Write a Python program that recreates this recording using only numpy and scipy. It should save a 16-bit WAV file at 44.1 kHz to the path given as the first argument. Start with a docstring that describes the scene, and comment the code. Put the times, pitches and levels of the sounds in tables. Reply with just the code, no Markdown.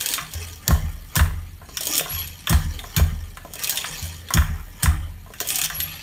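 """Wooden hand loom in a small room

A beater strikes the cloth twice a pick: band-filtered noise cracks for the reed, then the frame booms
as the swing is stopped, as decaying modes driven by half-sine pushes. Between strokes treadles thud,
heddles and shuttle clatter and rustle through the warp (noise through reed and lath resonances),
and a pulley squeaks as a sliding sine. A room tail and steady air noise lie behind; a phone picks it up close.
"""
import sys
import numpy as np
from scipy import signal
from scipy.fft import rfft, irfft, next_fast_len
from scipy.io import wavfile
from scipy.ndimage import uniform_filter1d

SR = 44100
rng = np.random.default_rng(int(sys.argv[2]) if len(sys.argv) > 2 else 0)


def store_pcm(level_fs):
    """Save levels as 16-bit WAV."""
    pcm = np.round(np.clip(level_fs, -1, 1) * 32767).astype(np.int16)
    wavfile.write(sys.argv[1], SR, np.atleast_2d(pcm).T)


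N = 265482
T = np.arange(N) / SR


def undb(db):
    """dB to amplitude."""
    return np.exp(np.asarray(db) * np.log(10) / 20)


def unit(x):
    """Scale to RMS 1."""
    return x / np.sqrt(np.mean(x ** 2))


def fade(t, t60_s):
    """Exponential decay, -60 dB at t60_s."""
    return np.exp(-np.log(1000) * t / t60_s)


def colour(x, table):
    """Filter by (Hz, dB) points joined on a log-frequency axis."""
    points_hz, points_db = np.transpose(table)
    size = next_fast_len(x.shape[-1])
    bins_hz = np.maximum(np.arange(size // 2 + 1) * SR / size, 1)
    gain = undb(np.interp(np.log(bins_hz), np.log(points_hz), points_db))
    return irfft(rfft(x, size) * gain, size)[..., :x.shape[-1]]


def band(x, hz, width_hz, order=2):
    """Resonance; applied twice, it leaves dark valleys between neighbours."""
    section = np.concatenate(signal.iirpeak(hz, hz / width_hz, fs=SR))
    return signal.sosfilt([section] * order, x)


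def walk(rate_hz):
    """Random levels held 1 / rate_hz s and slewed twice; spread 1."""
    t = T[::16]
    k = max(int(len(t) / T[-1] / rate_hz), 1)
    held = np.repeat(rng.standard_normal(len(t) // k + 1), k)
    slewed = uniform_filter1d(uniform_filter1d(held, k), k)[:len(t)]
    return np.interp(T, t, unit(slewed))


def add(out, start_s, sound):
    """Mix a sound in at start_s, cut at the end of out."""
    i = int(start_s * SR)
    out[i:i + len(sound)] += sound[:N - i]


def pushes(table):
    """Half-sine forces of set impulse; a longer push leaves the high modes quiet."""
    force = np.zeros(N)
    for start_s, level_db, push_ms in table:
        shape = np.sin(np.pi * np.clip(T[:SR // 50] * 1000 / push_ms, 0, 1))
        add(force, start_s, undb(level_db) * shape / shape.sum())
    return force


def swell_db(t, start_s, hold_s, rise_s, fall_s):
    """Climb, hold and sink, straight in dB; rise_s and fall_s per 20 dB."""
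    return -20 * np.maximum(np.maximum((start_s - t) / rise_s, (t - start_s - hold_s) / fall_s), 0)


# strokes of the beater: start_s, crack_db, crack_lead_ms, crack_t60_s, knock_db, push_db, second_push_db,
# stop_clack_db, stop_knock_db, stop_lag_ms, stop_knock_hz, rebound_db, push_ms
BEATER_STROKES = [(.684, -4, 5.7, 0.026, -33, -10.5, -8, -22.5, -24, 21.6, 1210, -23.5, 2.4),
                  (1.165, -13.5, 2.94, 0.27, -24.5, -9.5, -46, -45, -20, 27, 1610, -43, 2.6),
                  (2.501, -10, 6.65, .12, -32, -9.5, -9.5, -21, -25, 25.3, 1540, -22.5, 1.6),
                  (2.968, -9.5, 4.8, 0.13, -29.5, -7.5, -41, -31, -29, 27, 970, -23.5, 2.74),
                  (4.344, -7, 7, 0.084, -32.5, -10.5, -8.5, -22, -21, 26.8, 1730, -23.5, 2.2),
                  (4.833, -9.5, 2.67, .15, -31.5, -9.5, -42, -35, -22.5, 23.8, 1740, -53, 3.4)]
SECOND_PUSH_S, SECOND_PUSH_MS = 0.0179, 0.9  # delays _S count from start_s
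STOP_S, STOP_DB, STOP_MS = 0.0307, -13.5, 5.67
REBOUND_S, REBOUND_MS = 0.144, 5


def beat_pushes():
    """Reed pushes the frame twice, the second often faint; stop and rebound follow at set delays."""
    reed, stop = [], []
    for start_s, _, _, _, _, push_db, second_db, _, _, _, _, rebound_db, push_ms in BEATER_STROKES:
        reed.append((start_s, push_db, push_ms))
        reed.append((start_s + SECOND_PUSH_S, second_db, SECOND_PUSH_MS))
        stop.append((start_s + STOP_S, STOP_DB, STOP_MS))
        stop.append((start_s + REBOUND_S, rebound_db, REBOUND_MS))
    return pushes(reed), pushes(stop)


# clacks of heddles, shuttle and laths, loud and faint: start_s, crack_db, knock_db, knock_middle_hz
PLACED_CLACKS = [(.0084, -15, -30.5, 3140), (0.059, -12, -41, 3440), (0.0867, -16.5, -35, 3630),
                 (.1364, -10.5, -26.5, 3340), (0.1783, -45, -26, 1850), (0.3137, -33, -51, 3300),
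                 (0.335, -23, -47, 3150), (1.1543, -11.5, -30.5, 1260), (1.6134, -61, -44.5, 1160),
                 (1.687, -51, -44, 746), (1.7698, -14.5, -30, 2960), (1.8073, -17, -40, 760),
                 (1.8324, -21.5, -60, 3700), (1.8537, -19, -60, 3320), (1.8687, -12.5, -40, 760),
                 (1.9105, -21, -46, 2750), (1.935, -16, -35, 3040), (1.9522, -14, -33.5, 3450),
                 (1.9654, -15, -53, 3260), (1.978, -8.5, -33, 3340), (1.9942, -27, -26.5, 3360),
                 (2.0081, -23, -30, 860), (2.057, -44.5, -33.5, 1240), (2.107, -36, -42, 3220),
                 (2.146, -34, -39.5, 3200), (2.274, -31, -58, 3370), (2.4704, -22.5, -23.5, 2380),
                 (2.7896, -31, -35, 3600), (2.8375, -42, -38, 1140), (2.9783, -28, -30.5, 2820),
                 (3.3704, -34, -37.5, 1650), (3.4479, -41, -37.5, 750), (3.5348, -23.5, -49, 1200),
                 (3.554, -28.5, -42, 756), (3.5916, -25, -45, 2770), (3.6227, -25.5, -43, 2950),
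                 (3.6354, -14.5, -41, 2980), (3.6432, -19, -36, 3110), (3.6717, -18.5, -59, 3010),
                 (3.694, -9.5, -34.5, 3100), (3.7064, -18, -52, 3070), (3.7564, -19, -45, 2800),
                 (3.7716, -14.5, -25.5, 3950), (3.8413, -31, -28.5, 1930), (3.859, -28, -58, 3150),
                 (4.0255, -25.5, -46, 3300), (4.285, -35, -40, 3300), (4.3041, -25, -26.5, 1320),
                 (4.8248, -23, -36, 1340), (5.2596, -51.5, -46.5, 1140), (5.3026, -49, -44, 740),
                 (5.3359, -32.5, -42, 2190), (5.4014, -14, -32, 2400), (5.4103, -23, -34, 780),
                 (5.472, -19, -49, 3430), (5.4867, -14.5, -57, 3580), (5.5029, -16, -34, 3350),
                 (5.5448, -21, -40, 3300), (5.556, -17, -55, 3670), (5.585, -14, -39, 2570),
                 (5.614, -12, -28.5, 3030), (5.636, -21, -31, 3130), (5.6481, -23, -41, 1830),
                 (5.6988, -26, -30, 1700), (5.8016, -13, -29, 3480)]
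CLACK_T60_S, STOP_T60_S, REED_KNOCK_HZ = 0.086, 0.34, 1900
# small ticks riding on each thread swell
TICK_OVER_DB, TICK_SCATTER_DB, TICK_KNOCK_DB, TICK_KNOCK_HZ = 5.5, 2.5, -27, 3240


def contacts(ticks_per_swell=2):
    """Rows of start_s, crack_db, knock_db, crack_t60_s, middle_hz: clacks, beater, chance ticks."""
    rows = [(s, crack_db, knock_db, CLACK_T60_S, hz) for s, crack_db, knock_db, hz in PLACED_CLACKS]
    for s, crack_db, lead_ms, t60_s, knock_db, _, _, clack_db, stop_db, lag_ms, hz, *_ in BEATER_STROKES:
        rows.append((s - lead_ms / 1000, crack_db, knock_db, t60_s, REED_KNOCK_HZ))
        rows.append((s + lag_ms / 1000, clack_db, stop_db, STOP_T60_S, hz))
    for s, hold_s, rustle_db, _, rise_s, fall_s, _ in THREAD_SWELLS:
        places = rng.random(ticks_per_swell)
        sizes = rng.standard_normal(ticks_per_swell)
        for place, size in zip(places, sizes):
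            at_s = np.clip(s - rise_s / 2 + place * (hold_s + (rise_s + fall_s) / 2), 0, T[-2])
            level_db = rustle_db + swell_db(at_s, s, hold_s, rise_s, fall_s)
            tick_db = level_db + TICK_OVER_DB + TICK_SCATTER_DB * size
            rows.append((at_s, tick_db, tick_db + TICK_KNOCK_DB, CLACK_T60_S, TICK_KNOCK_HZ))
    return rows


# resonances of reed wires and heddles: centre_hz, width_hz, rubbed_db, struck_db
REED_WIRES = [(2580, 300, 0, -31), (3271, 285, 1, 1), (3547, 685, -2.5, 3.5), (4200, 1160, 0, 5),
              (5670, 1120, 3, 8), (6680, 670, 3.5, 9.5), (8735, 2190, 0, 6.5), (9540, 1260, -2.5, 0.5),
              (12800, 4040, -2, 0), (15170, 5860, -4, 2.5)]
# resonances of laths and shuttle: centre_hz, knocked_db, width_hz, rubbed_db
WOOD_LATHS = [(299.7, -3, 84, -2.5), (428, 17, 120, -5), (508, 0, 105, -3), (602, 13, 178, -2.5),
              (735.5, 10, 150, -2), (982, 8, 104, -2.5), (1077, 5.5, 108, -2), (1216, 5.5, 84, -3),
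              (1297, 3, 355, -5), (1624, 0.5, 200, -3), (1731, 5.5, 40, -2.5), (1790, 1.5, 184, -1.5),
              (2020, -0.5, 115, -3.5), (2393, -4.5, 253, -5), (2780, -2.5, 190, -10), (3096, -5, 400, -6),
              (3600, 4.5, 170, -21)]
RISE_MS, TICK_DB, TICK_T60_S = 1.56, 3.0, 0.009  # TICK_DB: sharp tick over the crack's slower fall
BOUNCE_SAMPLES = 180


def clacks(rows, strike=9.8, swell_s=0.001416, knock_t60_s=0.03, rattle_db=-13.5, rattle_t60_s=0.34,
           bounce_db=4.0, reach_db=9.5, lath_db=2.0, spread_db=2.5):
    """Each contact is a sharp tick and crack on the reed, and a knock rattling on through loose laths."""
    out, t = np.zeros(N), T[:30 * BOUNCE_SAMPLES]
    chatter = rng.standard_normal((len(rows), len(t)))
    # uneven bounces, each a few ms long
    scatter = rng.standard_normal((len(rows), len(t) // BOUNCE_SAMPLES)).clip(-2, 2)
    bounces = np.repeat(undb(bounce_db * scatter), BOUNCE_SAMPLES, axis=1)
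    rattle = undb(rattle_db) * bounces * fade(t, rattle_t60_s)
    chatter *= (1 - np.exp(-t / swell_s)) * (fade(t, knock_t60_s) + rattle)
    chatter[:, int(swell_s * SR)] += strike  # the blow itself rings every lath
    laths = np.array([(-1) ** k * undb(db) * band(chatter, hz, width_hz, order=1)
                      for k, (hz, db, width_hz, _) in enumerate(WOOD_LATHS)])
    hiss = rng.standard_normal(N + len(t))
    wires = np.array([undb(db) * band(hiss, hz, width_hz) for hz, width_hz, _, db in REED_WIRES])
    # each blow favours a few wires and laths
    wire_offsets_db = spread_db * rng.standard_normal((len(rows), len(REED_WIRES)))
    lath_offsets_db = lath_db * rng.standard_normal((len(rows), len(WOOD_LATHS)))

    rise = np.clip(t * 1000 / RISE_MS, 0, 1) ** 2
    after = np.maximum(t - RISE_MS / 1000, 0)
    tick = undb(TICK_DB) * fade(after, TICK_T60_S)
    for k, (start_s, crack_db, knock_db, crack_t60_s, middle_hz) in enumerate(rows):
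        fall = fade(after, crack_t60_s) + tick
        crack = unit(undb(wire_offsets_db[k]) @ wires[:, int(start_s * SR):][:, :len(t)])
        add(out, start_s, undb(crack_db - TICK_DB) * rise * fall * crack / 2)
        # laths tuned near middle_hz answer most
        octaves = np.log2(np.array(WOOD_LATHS)[:, 0] / middle_hz)
        knock = undb(-reach_db * octaves ** 2 + lath_offsets_db[k]) @ laths[:, k]
        onset_rms = np.sqrt(np.mean(knock[:SR // 50] ** 2))
        add(out, start_s, undb(knock_db) * knock / onset_rms)
    return out


# treadle thuds: start_s, level_db, push_ms
TREADLE_THUDS = [(.342, -21, 8.1), (2.13, -24.5, 5.6), (4.02, -24.5, 2.3), (5.77, -25.5, 10.2)]
# shafts bumping the frame: start_s, level_db, push_ms
SHAFT_KNOCKS = [(.215, -27, 2.9), (2.005, -29, 2.4), (2.11, -27, 3.3), (2.25, -26, 7.5), (3.90, -23, 5),
                (4.1, -30.5, 5.6), (5.5, -39, 2.4), (5.63, -30, 1.7), (5.73, -25.5, 5.4), (5.86, -34, 2.6)]
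# modes of frame and floor: mode_hz, t60_s, swing_sign, reed_db, stop_db, treadle_db, shaft_db
FRAME_MODES = [(37.5, 1, 1, -92, -7.5, -27, -14), (57.6, 0.29, 1, -19, -1, -26, -20),
               (64.7, 0.62, 1, -37, -3.5, -11, -31), (78.47, 0.42, -1, -29, 2.5, -15, -32),
               (84.1, 0.93, -1, -10, -2, -1, -47), (95.8, 0.91, -1, -45, -21.5, -57, -28),
               (121, 0.062, 1, -3.5, -22, -10, -19), (144.5, 0.24, 1, -11.5, -1.5, -22, -26),
               (155.85, 0.5, 1, -12, -11, -9.5, -6.5), (179, 0.04, -1, -4.5, 6, -22, -10),
               (215.2, 0.22, 1, -17.5, 2, -13.5, -38), (237.6, 0.13, -1, -18.5, -15, -33, -55),
               (328, 0.12, 1, -15.5, -14, -28, -40)]


def frame():
    """Decaying modes under four forces; neighbours swing against each other, so the boom swells and beats."""
    forces = np.array([*beat_pushes(), pushes(TREADLE_THUDS), pushes(SHAFT_KNOCKS)])
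    out = np.zeros(N)
    for mode_hz, t60_s, swing_sign, *shares_db in FRAME_MODES:
        radius = fade(1 / SR, t60_s)
        angle = 2 * np.pi * mode_hz / SR
        feedback = [1, -2 * radius * np.cos(angle), radius * radius]
        force = undb(shares_db) @ forces
        out += np.sign(swing_sign) * signal.lfilter([0, radius * np.sin(angle)], feedback, force)
    return out


# thread noise: loud as the shuttle passes, softer as the shed changes, faint as the beater swings back:
# full_level_s, hold_s, rustle_db, rub_db, rise_s_per_20db, fall_s_per_20db, tilt_db_per_octave
THREAD_SWELLS = [(0.051, 0.083, -27, -35.5, 0.2, 0.1454, -3), (0.341, 0.1, -36.5, -45, 0.07, 0.28, -4.5),
                 (0.854, 0.31, -52, -56, 0.16, 0.7, 0), (1.901, 0.1, -27.5, -38, 0.17, 0.01, -3),
                 (2.129, 0.1, -33.5, -44.5, 0.17, 0.16, -7), (2.602, 0.19, -43, -50.5, 0.5, 1.1, -3.5),
                 (3.633, 0.14, -31.5, -41, 0.11, 0.36, -5.5), (3.955, 0.11, -37.5, -46.5, 0.29, 0.2, -6),
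                 (4.497, 0.35, -56, -54, 0.85, 0.64, 3.5), (5.505, .16, -25.5, -41, 0.1048, 0, -3),
                 (5.798, 0.076, -36.5, -46.5, 0.34, 2.5, -7)]
REST_DB, REST_RUB_DB, REST_TILT_DB = -63, -69.5, -7  # threads at rest; tilt per octave
BEAT_RUB_DB, SETTLE_T60_S = -35, 0.69  # threads settling after a stroke
SWEEP_DB, SWEEP_RUB_DB, SWEEP_S = -39.5, -38.5, 0.053  # reed combs the warp before a stroke; 20 dB rise


def threads():
    """Rustle gain, rub gain and tilt: rest, settling after strokes, swells and reed sweeps."""
    t = T[::64]
    settle = sum((t > b[0]) * fade(np.maximum(t - b[0], 0), SETTLE_T60_S) for b in BEATER_STROKES)
    rustle = undb(REST_DB)
    rub = undb(REST_RUB_DB) + undb(BEAT_RUB_DB) * settle
    weighted_tilt = REST_TILT_DB * undb(REST_DB)
    sweeps = [(b[0], 0, SWEEP_DB, SWEEP_RUB_DB, SWEEP_S, SWEEP_S / 2, REST_TILT_DB) for b in BEATER_STROKES]
    for start_s, hold_s, rustle_db, rub_db, rise_s, fall_s, tilt_db in THREAD_SWELLS + sweeps:
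        shape = undb(swell_db(t, start_s, hold_s, rise_s, fall_s))
        rustle = rustle + undb(rustle_db) * shape
        rub = rub + undb(rub_db) * shape
        weighted_tilt = weighted_tilt + tilt_db * undb(rustle_db) * shape
    return (np.interp(T, t, curve) for curve in (rustle, rub, weighted_tilt / rustle))


SLIPS_PER_S, SLIP_SCATTER_DB, SLIP_S = 500.0, 4.5, 0.001


def drag(smooth=0.96):
    """Uneven slips of thread, smeared with hiss, through reed resonances and through the laths."""
    rustle_gain, rub_gain, tilt_db = threads()
    sizes = undb(SLIP_SCATTER_DB * np.minimum(rng.exponential(size=N), 2.5))
    slips = sizes * (rng.random(N) < SLIPS_PER_S / SR)
    smear = np.sqrt(signal.lfilter([1], [1, -np.exp(-1 / (SLIP_S * SR))], slips ** 2))
    slip_noise = (unit(smear) + smooth) * rng.standard_normal(N)
    wires = np.array([undb(db + 3.04 * walk(45)) * band(slip_noise, hz, width_hz)
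                      for hz, width_hz, db, _ in REED_WIRES])
    octaves = np.log2(np.array(REED_WIRES)[:, :1] / 5000)
    untilted_rms = np.sqrt(np.mean(wires.sum(axis=0) ** 2))
    rustle = np.sum(undb(tilt_db * octaves) * wires, axis=0) / untilted_rms
    rub = sum(undb(db + 3.8 * walk(25.28)) * band(slip_noise, hz, width_hz)
              for hz, _, width_hz, db in WOOD_LATHS)
    return rustle_gain * rustle + rub_gain * unit(rub)


# pulley squeaks: start_s, hold_s, level_db
PULLEY_SQUEAKS = [(2.077, .14, -32), (5.731, 0.13, -30.5)]
SQUEAK_HZ, SQUEAK_SLIDE_HZ, SQUEAK_SLIDE_S = 11270, 350, 0.1
SQUEAK_ATTACK_S, SQUEAK_DROP_DB, SQUEAK_T60_S = 0.023, -8, 0.48
UNDERTONE_HZ, UNDERTONE_DB = 171, -8  # weaker line this far below the tone, while it holds


def squeaks(wobble_hz=35.0, flutter_db=3.5):
    """Thin, slightly rough whistle: slides upward as the pulley turns, holds, trails off softer."""
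    out = np.zeros(N)
    wobble = wobble_hz * walk(390)
    flutter = undb(flutter_db * walk(70))
    for start_s, hold_s, level_db in PULLEY_SQUEAKS:
        t = np.maximum(T - start_s, 0)
        pitch_hz = SQUEAK_HZ + SQUEAK_SLIDE_HZ * np.tanh(t / SQUEAK_SLIDE_S) + wobble
        phase = 2 * np.pi * np.cumsum(pitch_hz) / SR
        hold = uniform_filter1d(1.0 * (t < hold_s), size=400)
        trail = (1 - hold) * undb(SQUEAK_DROP_DB) * fade(np.maximum(t - hold_s, 0), SQUEAK_T60_S)
        undertone = hold * undb(UNDERTONE_DB) * np.sin(phase - 2 * np.pi * UNDERTONE_HZ * T)
        tone = (hold + trail) * np.sin(phase) + undertone
        attack = np.clip(t / SQUEAK_ATTACK_S, 0, 1) ** 2
        out += np.sqrt(2) * undb(level_db) * flutter * attack * tone
    return out


ROOM_DB, ROOM_LOW_T60_S, ROOM_BROAD_T60_S = -12, 0.25, 0.46


def room(x):
    """Dense reflections as a noise tail; a share below 2500 Hz dies sooner than the broadband one."""
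    t = T[:SR // 2]
    low, broad = rng.standard_normal((2, len(t)))
    low = signal.lfilter(*signal.butter(1, 2500, fs=SR), low) * fade(t, ROOM_LOW_T60_S)
    tail = low + 0.72 * broad * fade(t, ROOM_BROAD_T60_S)
    reflections = tail * (t > 0.004) / np.sqrt(np.sum(tail ** 2))
    return undb(ROOM_DB) * signal.fftconvolve(x, reflections)[:N]


# spectrum shape of the air noise: point_hz, relative_db
AIR_SPECTRUM = [(15, -29), (36, 0), (87, 1), (170, -3), (373, -19), (1070, -36), (1400, -29), (1740, -24),
                (4370, -27), (4870, -47.5), (6050, -37), (14400, -24), (16000, -56)]
AIR_DB = -46.5


def air():
    """Steady background: shaped noise, its level drifting slightly."""
    noise = colour(rng.standard_normal(N), AIR_SPECTRUM)
    return undb(AIR_DB + 0.13 * walk(5.85)) * unit(noise)


def scene():
    """Contacts, threads and squeaks with room tail; frame and air without."""
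    near = clacks(contacts()) + drag() + squeaks()
    return (near + room(near) + frame() + air())[None]


TOP_HZ = 15400


def record(dry):
    """The phone loses the deepest bass, rounds the loudest cracks and cuts the top."""
    highpass = signal.butter(4, 30.0, "high", fs=SR, output="sos")
    rounded = np.tanh(1.2 * signal.sosfilt(highpass, dry)) / 1.2
    lowpass = signal.ellip(8, 0.2, 70, TOP_HZ, fs=SR, output="sos")
    return signal.sosfilt(lowpass, rounded)


dry = scene()
out = record(dry)
store_pcm(out)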